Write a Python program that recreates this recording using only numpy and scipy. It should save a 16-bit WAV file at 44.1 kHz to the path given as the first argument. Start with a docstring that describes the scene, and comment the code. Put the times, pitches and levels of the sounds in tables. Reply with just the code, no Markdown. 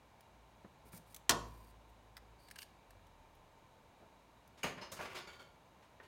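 """A small kitchen, one microphone close to a metal garlic press handled over a frying pan on the hob.
The press rubs and ticks as metal slips and catches. Something metal clacks loudly once and rings,
and a knife blade scrapes the garlic off the press's face. A little further off, with more of the room
in the sound, both tools knock and slide on the counter and the knife rocks to rest. Behind it all lie
a soft steady rush and a low hum that sinks and dies away."""
import sys
import numpy as np
from scipy import signal
from scipy.fft import rfft, irfft
from scipy.io import wavfile

SR = 44100
rng = np.random.default_rng(int(sys.argv[2]) if len(sys.argv) > 2 else 0)


def waveform_to_disk(signal):
    """Save audio, clipped to [-1, 1], as 16-bit WAV at the path in sys.argv[1]."""
    frames = np.transpose(np.atleast_2d(signal))
    scaled = np.clip(frames, -1, 1) * 32767
    samples = np.round(scaled).astype(np.int16)
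    wavfile.write(sys.argv[1], SR, samples)


N = 267940
T = np.arange(N) / SR
AGE = T[:SR]  # seconds since a contact began


def undb(db):
    """Decibels to gain."""
    return 10 ** (np.asarray(db) / 20)


def unit(x):
    """Scale to an rms of 1."""
    return x / np.sqrt(np.mean(x ** 2))


def along(points, f):
    """Read (Hz, value) points on a log-frequency axis."""
    hz, value = np.transpose(points)
    return np.interp(np.log(f + 1), np.log(hz), value)


def peaks(rows, f):
    """Gain of (Hz, width Hz, dB) resonances, summed in power."""
    return np.sqrt(sum(undb(db) ** 2 / (1 + (2 * (f - hz) / width) ** 2) for hz, width, db in rows))


def boost_db(rows, f):
    """Boost in dB from (Hz, width Hz, dB) resonances and dips."""
    return sum(db / (1 + (2 * (f - hz) / width) ** 2) for hz, width, db in rows)


def treble(f, corner_hz):
    """Smooth step from 0 in the bass to 1 in the treble."""
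    return f ** 3 / (f ** 3 + corner_hz ** 3)


def noise(gain, size=SR):
    """Noise of rms 1 whose spectrum follows gain(Hz)."""
    f = np.fft.rfftfreq(size, 1 / SR)
    return unit(irfft(rfft(rng.standard_normal(size)) * gain(f), size))


def fade(t60):
    """Exponential decay, 60 dB down after t60 seconds."""
    return np.exp(-np.log(1000) * AGE / t60)


def onset(rise):
    """Contact force building up over the rise time in seconds."""
    return 1 - np.exp(-AGE / rise)


def ring(modes):
    """Free ringing of (Hz, dB, t60) modes, each taking a cycle or so to build up."""
    return sum(undb(db) * fade(t60) * onset(1 / hz) * np.sin(2 * np.pi * (hz * AGE + rng.random()))
               for hz, db, t60 in modes)


def add(track, s, sound):
    """Mix a sound into the track at s seconds."""
    start = int(s * SR)
    track[start:start + len(sound)] += sound[:N - start]


def stroke(length, swell_db, attack_s=0.0086, release_s=0.0083):
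    """Pressure of one stroke: the grip builds, swells or eases along the way, and lets go."""
    swell = undb(swell_db * (np.minimum(AGE / length, 1) - 1))
    return onset(attack_s) * swell * np.exp(-np.maximum(AGE - length, 0) / release_s)


def slips(body, per_s, spread_db=2.5):
    """Stick and slip: random catches of uneven size briefly ring (Hz, width Hz, dB) resonances."""
    catches = rng.random(N) < per_s / SR
    sizes = undb(spread_db * np.minimum(rng.exponential(size=N), 4))
    pulses = catches * sizes * rng.choice([-1, 1], N)
    response = sum(undb(db) * width * np.exp(-np.pi * width * AGE) * np.cos(2 * np.pi * hz * AGE)
                   for hz, width, db in body)
    return unit(signal.fftconvolve(pulses, response)[:N])


def room(x, wet_db):
    """Add the kitchen's diffuse tail, whose treble dies first."""
    # The kitchen's decay. Each row: frequency in Hz, t60 in seconds.
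    decay = [(100, 1), (400, 0.76), (1000, 0.48), (3000, 0.43), (7000, 0.36), (15000, 0.2)]
    f = np.fft.rfftfreq(SR, 1 / SR)
    white = rfft(rng.standard_normal(SR))
    edges = np.geomspace(40, 20000, 14)
    tail = sum(irfft(white * (f >= lo) * (f < hi), SR) * fade(along(decay, np.sqrt(lo * hi)))
               for lo, hi in zip(edges, edges[1:]))
    tail *= onset(0.004)
    return x + undb(wet_db) * signal.fftconvolve(x, tail / np.linalg.norm(tail))[:N]


def rush():
    """The kitchen's background: a soft steady rush like a burner's."""
    # Its colour. Each row: frequency in Hz, level in dB.
    colour = [(15, -36), (25, -15.5), (55, -2), (141, -6.5), (212, -8), (354, -11.5), (714, -8.5),
              (775, -9), (911, -10.5), (1260, -16), (2280, -22), (3080, -24.5), (3820, -25), (5000, -30.5),
              (16000, -39)]
    # Its narrow resonances. Each row: centre in Hz, width in Hz, boost in dB.
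    resonances = [(112, 11, 2.2), (620, 33, 1.5), (907, 52, 6.6), (1035, 74, 5.4), (2324, 200, 6),
                  (2830, 130, 4), (3880, 150, 5.5), (6540, 800, 3.6)]
    return undb(-64.5) * noise(lambda f: undb(along(colour, f) + boost_db(resonances, f)), size=N)


def hum(start_hz=54.3, lowest_hz=30.95, sinks_at_s=2.77, sag_hz_per_s=34, fade_db_per_s=15):
    """A low hum and its octave waver, then sink and die away."""
    # The hum's swells. Each row: time in seconds, relative level in dB.
    swells = [(0.0, -78), (0.22, -83), (0.39, -66.5), (0.79, -78), (0.86, -65.5), (1.26, -69), (1.41, -51),
              (1.81, -64.5), (2.14, -62.5), (2.88, -73), (2.9, -63.5), (3.8, -76)]
    s, db = np.transpose(swells)
    level_db = np.interp(T, s, db) - 1 - fade_db_per_s * np.maximum(T - s[-1], 0)
    hz = np.maximum(start_hz - sag_hz_per_s * np.maximum(T - sinks_at_s, 0), lowest_hz)
    waver = noise(lambda f: 1 / (1 + (f / 5) ** 4), size=N)
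    phase = 2 * np.pi * np.cumsum(hz * (1 + 0.021 * waver)) / SR
    tone = unit(np.sin(phase) + undb(-7) * np.sin(2 * phase))
    return tone * undb(level_db + 0.8 * waver)


def woody_tap():
    """One last light, woody tap, off microphone, as something is picked up."""
    body = [(510, 170, 3), (1450, 250, 3), (1650, 300, 3.5), (2300, 300, -11)]
    tap = noise(lambda f: peaks(body, f) * (1 - treble(f, 3900)))
    out = np.zeros(N)
    add(out, 5.9995, undb(-50) * tap * onset(0.00034) * fade(0.077))
    return room(out, wet_db=-6.5)


def counter_contact(treble_db, rise, part, landing_db=21.5, flat_db=2.5):
    """One contact with the counter: the board thuds, the loose press rattles and the knife rings."""
    # The counter's colour. Each row: frequency in Hz, level in dB.
    colour = [(35, -20.5), (60, -11), (198, -12.5), (323, -9), (389, -3.5), (427, -9.5), (579, -5.5),
              (1280, -7), (2350, -7.5), (4640, -14.5), (5720, -18.5), (6740, -18), (7570, -22.5),
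              (9350, -23.5), (16000, -34)]
    # Resonances of counter and press. Each row: centre in Hz, width in Hz, gain in dB.
    board_peaks = [(430, 50, -5), (587, 60, 5.5), (720, 80, -3), (920, 110, 4), (1140, 110, 4),
                   (1410, 110, 1), (2060, 60, 4), (2280, 70, 4), (2900, 60, 4)]
    thud_peaks = [(85, 60, -2), (195, 110, 0), (380, 60, -1.5), (560, 130, 0)]
    handle_peaks = [(1560, 150, -2), (2070, 220, -1), (2300, 220, 0), (2850, 250, -2), (4900, 600, -6),
                    (6600, 550, -3), (9200, 1000, -7), (12000, 800, -11), (14300, 2000, -11)]
    head_peaks = [(920, 100, 0), (1192, 100, 0), (2000, 150, -2), (2877, 150, -2), (4200, 700, -4.5),
                  (5130, 200, 1), (6150, 600, -6.5)]
    # The blade's modes. Each row: frequency in Hz, level in dB, t60 in seconds.
    knife_modes = [(1310, -5, .35), (1431, -3.5, .35), (2045, -9, .25), (2159, -8, .25), (2289, -5, .25),
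                   (2995, -4, .25), (3470, -7, .35), (4452, -11, .3), (6540, -15, .25)]
    handle_db = -16.5 + landing_db * (part == "handle")
    head_db = -24.5 + landing_db * (part == "head")
    thud_db = -5.5 + flat_db * (part == "flat")
    board = noise(lambda f: treble(f, 41.8)
                  * undb(along(colour, f) + boost_db(board_peaks, f) + treble_db * treble(f, 3900)))
    # Squared resonances have steep flanks and leave dark valleys.
    handle = undb(handle_db) * noise(lambda f: peaks(handle_peaks, f) ** 2) * fade(0.11)
    head = undb(head_db) * noise(lambda f: peaks(head_peaks, f) ** 2) * fade(0.23)
    thud = undb(thud_db) * noise(lambda f: peaks(thud_peaks, f) ** 2) * fade(0.071)
    knife = undb(-33) * ring(knife_modes)
    return onset(rise) * (board * fade(0.16) + handle + head + knife + thud)


def sliding():
    """The tools drag on the counter: sparse catches rattle the board and one resonance of the metal."""
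    # Each row: start and length in seconds, level and swell in dB, metal resonance in Hz.
    slides = [(4.995, 0.063, -54, -3.5, 2430), (5.085, 0.065, -59, 2, 2650), (5.163, 0.036, -54, -5, 3570),
              (5.282, .15, -66.5, -2.5, 3160)]
    board = [(520, 200, -3), (1140, 110, 0), (1410, 90, -1)]
    out = np.zeros(N)
    for s, length, db, swell_db, hz in slides:
        pressure = np.zeros(N)
        add(pressure, s, undb(db) * stroke(length, swell_db))
        out += pressure * slips(board + [(hz, 130, 1)], per_s=260)
    return out


def rocking(rise=0.0051, sag_per_s=0.15):
    """The knife rocks to rest, buzzing lower at each touch as the contact moves along the blade."""
    # Each row: start in seconds, level in dB.
    touches = [(5.196, -54.5), (5.27, -51.5), (5.325, -57), (5.393, -55.5)]
    # The blade's buzz at the second touch. Each row: centre in Hz, width in Hz, gain in dB.
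    blade = [(1430, 60, 1), (2250, 130, -1), (2790, 70, -3), (3170, 60, -3.5), (3520, 90, -2.5),
             (4560, 130, -2), (5130, 70, -7), (6950, 260, -8)]
    out = np.zeros(N)
    for s, db in touches:
        pitch = 1 - sag_per_s * (s - touches[1][0])
        buzz = noise(lambda f: peaks(blade, f / pitch) ** 2) * onset(rise) * fade(0.27)
        knock = counter_contact(treble_db=1, rise=rise, part="knife")
        add(out, s, undb(db) * (knock + undb(-3) * buzz))
    return out


def tools_laid_down():
    """The tools land, slide and rock on the counter, far enough off for the room to come through."""
    # Each row: start in seconds, level in dB, treble in dB, rise in seconds, part that lands.
    knocks = [(4.572, -51, 3, 0.017, "side"), (4.631, -40.5, -5, 0.0016, "handle"),
              (4.641, -35.5, -9, 0.00071, "flat"), (4.666, -45, 3, .003, "flat"),
              (4.774, -46, -21, 0.0038, "side"), (4.811, -43.5, -8, 0.0076, "head"),
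              (4.917, -45.5, 23, 0.0023, "side"), (4.923, -47.5, -58, 0.0013, "flat"),
              (4.964, -48.5, 3, 0.0052, "side"), (4.988, -35, -45, 0.013, "side"),
              (5.008, -46.5, 1, 0.0074, "side"), (5.051, -45, -5, 0.0035, "side"),
              (5.105, -49, -8, 0.0044, "side"), (5.146, -37.5, 1.5, 0.012, "side"),
              (5.160, -48.5, -18, 0.0066, "head"), (5.82, -60.5, 0, 0.01, "side"),
              (6.028, -60.5, 5, 0.0061, "side")]
    out = np.zeros(N)
    for s, db, treble_db, rise, part in knocks:
        add(out, s, undb(db) * counter_contact(treble_db, rise, part))
    return room(out + sliding() + rocking(), wet_db=-7.5)


def bumps():
    """Soft contacts through the hand reach only the press's low resonances; firmer ones add a knock."""
    # Each row: start in seconds, level in dB, t60 in seconds, knock in dB.
    contacts = [(0.6454, -42, 0.025, 1), (0.651, -49, 0.058, -8), (.855, -55.5, 0.18, -14),
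                (0.933, -52.5, 0.2, -17), (0.99, -56, .12, -16), (4.002, -61.5, 0.31, 6),
                (4.022, -63, 0.3, 8)]
    out = np.zeros(N)
    for s, db, t60, knock_db in contacts:
        body = [(115, 53, 0), (181, 37, 0), (570, 260, knock_db), (1286, 400, knock_db - 13)]
        thump = noise(lambda f: peaks(body, f) * treble(f, 70) * (1 - treble(f, 2600)))
        add(out, s, undb(db) * thump * onset(0.0009) * fade(t60))
    return room(out, wet_db=-17)


def rubbing():
    """Dense tiny slips hiss in patches in the press's high resonances; under the blade it squeaks."""
    # Each row: start and length in seconds, level, swell and squeak in dB, squeak pitch in Hz.
    rubs = [(0.849, 0.044, -70.5, -1, -17, 4700), (0.917, 0.06, -57, 4, -28, 4700),
            (1.056, 0.071, -67, 10, -19, 4700), (1.352, 0.36, -75, -0.5, -8, 4730),
            (1.877, 0.028, -79, 1.5, -20, 4700), (2.381, .105, -74, 6, 2.5, 4590),
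            (2.573, 0.052, -58.5, 10, -2, 2870)]
    body = [(1365, 300, -8), (2270, 300, -5.5), (5140, 1470, -11),
            (8900, 460, -0.5), (10500, 4000, -6.5), (13300, 2500, -6.5)]
    patches = undb(1.8 * noise(lambda f: 1 / (1 + (f / 80) ** 2), size=N) - 0.4)
    crackle = slips(body, per_s=4000)
    out = np.zeros(N)
    for s, length, db, swell_db, squeak_db, squeak_hz in rubs:
        pressure = np.zeros(N)
        add(pressure, s, undb(db) * stroke(length, swell_db))
        squeak = noise(lambda f: peaks([(squeak_hz, 420, 0)], f) ** 2)
        add(out, s, undb(db + squeak_db) * stroke(length, swell_db) * squeak)
        out += pressure * crackle
    return room(out * patches, wet_db=-12.5)


def knife_tap():
    """The flat of the knife meets the press, close up: a dry tick with a faint rebound."""
    # Each row: start in seconds, level in dB.
    taps = [(2.168, -44), (2.177, -52)]
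    # Blade and press meeting flat. Each row: centre in Hz, width in Hz, gain in dB.
    body = [(1290, 200, -.5), (1620, 180, -1), (1940, 220, 1.5), (2450, 200, -5), (3550, 900, -5),
            (4780, 350, -4.5), (5220, 300, -5.5), (6400, 500, -8), (8600, 900, -7), (13000, 6000, -9)]
    out = np.zeros(N)
    for s, db in taps:
        tick = noise(lambda f: peaks(body, f) ** 2)
        add(out, s, undb(db) * tick * onset(0.0002) * fade(0.029))
    return room(out, wet_db=-20)


def ticks(scatter_db=2, damped_t60=0.03):
    """Edge and hinge catch and let go, damped by the hand; the colour shifts with the contact point."""
    # Each row: start in seconds, level in dB, treble in dB, lowest resonance in Hz.
    catches = [(0.207, -59, 8, 1870), (0.9315, -52.5, -31, 1290), (1.145, -43.5, 19, 1220),
               (1.1631, -45, 15.5, 1248), (2.485, -53.5, 2, 1620), (2.502, -58, 10, 1640),
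               (2.511, -44, 4, 1650), (2.558, -48.5, -1, 1660), (2.562, -50, -8, 1620),
               (2.583, -53, -4, 1630), (2.587, -41, -1, 1650), (2.619, -45.5, 2, 1740),
               (2.6282, -46.5, 6, 1720), (2.906, -56.5, 6, 1640), (3.068, -65.5, 7.5, 1915),
               (3.35, -66, 13, 1830), (4.476, -62, 25.5, 1890)]
    # The blade on the press. Each row: multiple of the lowest resonance, width in Hz, gain in dB.
    blade = [(1, 170, 7), (1.28, 200, -1), (1.7, 260, .5), (2.72, 500, -3), (3.25, 360, -6), (3.9, 180, -9),
             (5.08, 350, -5), (5.6, 300, -10), (6.6, 600, -10), (8.1, 900, -12), (11, 2000, -13)]
    out = np.zeros(N)
    for s, db, treble_db, hz in catches:
        body = [(hz * multiple, width, mode_db + scatter_db * rng.standard_normal())
                for multiple, width, mode_db in blade]
        tick = noise(lambda f: peaks(body, f) * treble(f, 1172) * undb(treble_db * treble(f, 4100)))
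        add(out, s, undb(db) * tick * onset(0.0004) * fade(damped_t60))
    return room(out, wet_db=-16)


def clack():
    """Something metal strikes and rebounds: a hard crack, ringing and a slower thud from the hob."""
    # Each row: start in seconds, crack level, treble and ring level in dB, crack t60 in seconds.
    strikes = [(1.294, -16.5, 7.5, -32, 0.033), (1.3015, -26, -19, -54.5, .045),
               (1.3082, -24.5, -5, -41, 0.038), (1.319, -33, -16, -55.5, 0.037)]
    # The crack's colour. Each row: frequency in Hz, level in dB.
    colour = [(59, -48), (100, -8), (350, -4.5), (736, -11.5), (1760, -1), (2130, -11), (2750, -7),
              (3320, -3.5), (3620, -5.5), (6990, -6.5), (8640, -12), (14700, -22.5), (16000, -24)]
    # Its broad resonances and dips. Each row: centre in Hz, width in Hz, boost in dB.
    resonances = [(1043.6, 140, 6), (1610, 180, -2.5), (2000, 150, -2), (4120, 500, 5.5),
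                  (14830, 1700, 4.5)]
    # The struck metal's modes. Each row: frequency in Hz, level in dB, t60 in seconds.
    metal_modes = [(110, -24, .6), (156, -15, .45), (207, -19, .6), (280, -12, .25), (350, -12, .22),
                   (388, -10, .3), (479, -17, .55), (592, -15, .4), (690, -10, .35), (942, -17, .7),
                   (1017, -13, .8), (1045, -6, .12), (1082, -12, .45), (1125, -12, .48), (1276, -13, .33),
                   (1450, -13, .22), (1795, -13, .18), (1890, -12, .18), (2444, -15, .13), (2875, -11, .1),
                   (3278, -7, .12), (3343, -15, .18), (3607, -16, .15), (4060, -3, .07), (5100, -7, .11),
                   (5168, -9, .12), (5927, -20, .13), (8060, -16, .08), (8580, -18, .08), (9430, -20, .1)]
    out = np.zeros(N)
    for s, db, treble_db, ring_db, t60 in strikes:
        crack = noise(lambda f: treble(f, 210)
                      * undb(along(colour, f) + boost_db(resonances, f) + treble_db * treble(f, 4400)))
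        add(out, s, undb(db) * crack * onset(0.000078) * fade(t60))
        add(out, s, undb(ring_db) * ring(metal_modes))
    hob = [(129.6, 90, -2.5), (315, 231, -5.5), (672, 330, -5), (1130, 300, -2.5)]
    thud = noise(lambda f: peaks(hob, f) * (1 - treble(f, 1500)))
    add(out, strikes[0][0], undb(-33.5) * thud * onset(0.015) * fade(0.36))
    return room(out, wet_db=-16)


def scene():
    """One microphone hears metal close up, the counter further off and the kitchen behind."""
    close = clack() + ticks() + knife_tap() + rubbing() + bumps()
    further_off = tools_laid_down() + woody_tap()
    return (close + further_off + rush() + hum())[None]


def record(dry, ceiling=0.36, low_cut_hz=32, top_hz=16200):
    """The recorder rounds the one loud peak, drops the deepest rumble and cuts the top steeply."""
    rounded = ceiling * np.tanh(dry / ceiling)
    low_cut = signal.butter(3, low_cut_hz, "high", fs=SR, output="sos")
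    top_cut = signal.ellip(10, 0.2, 80, top_hz, fs=SR, output="sos")
    return signal.sosfilt(top_cut, signal.sosfilt(low_cut, rounded))


dry = scene()
out = record(dry)
waveform_to_disk(out)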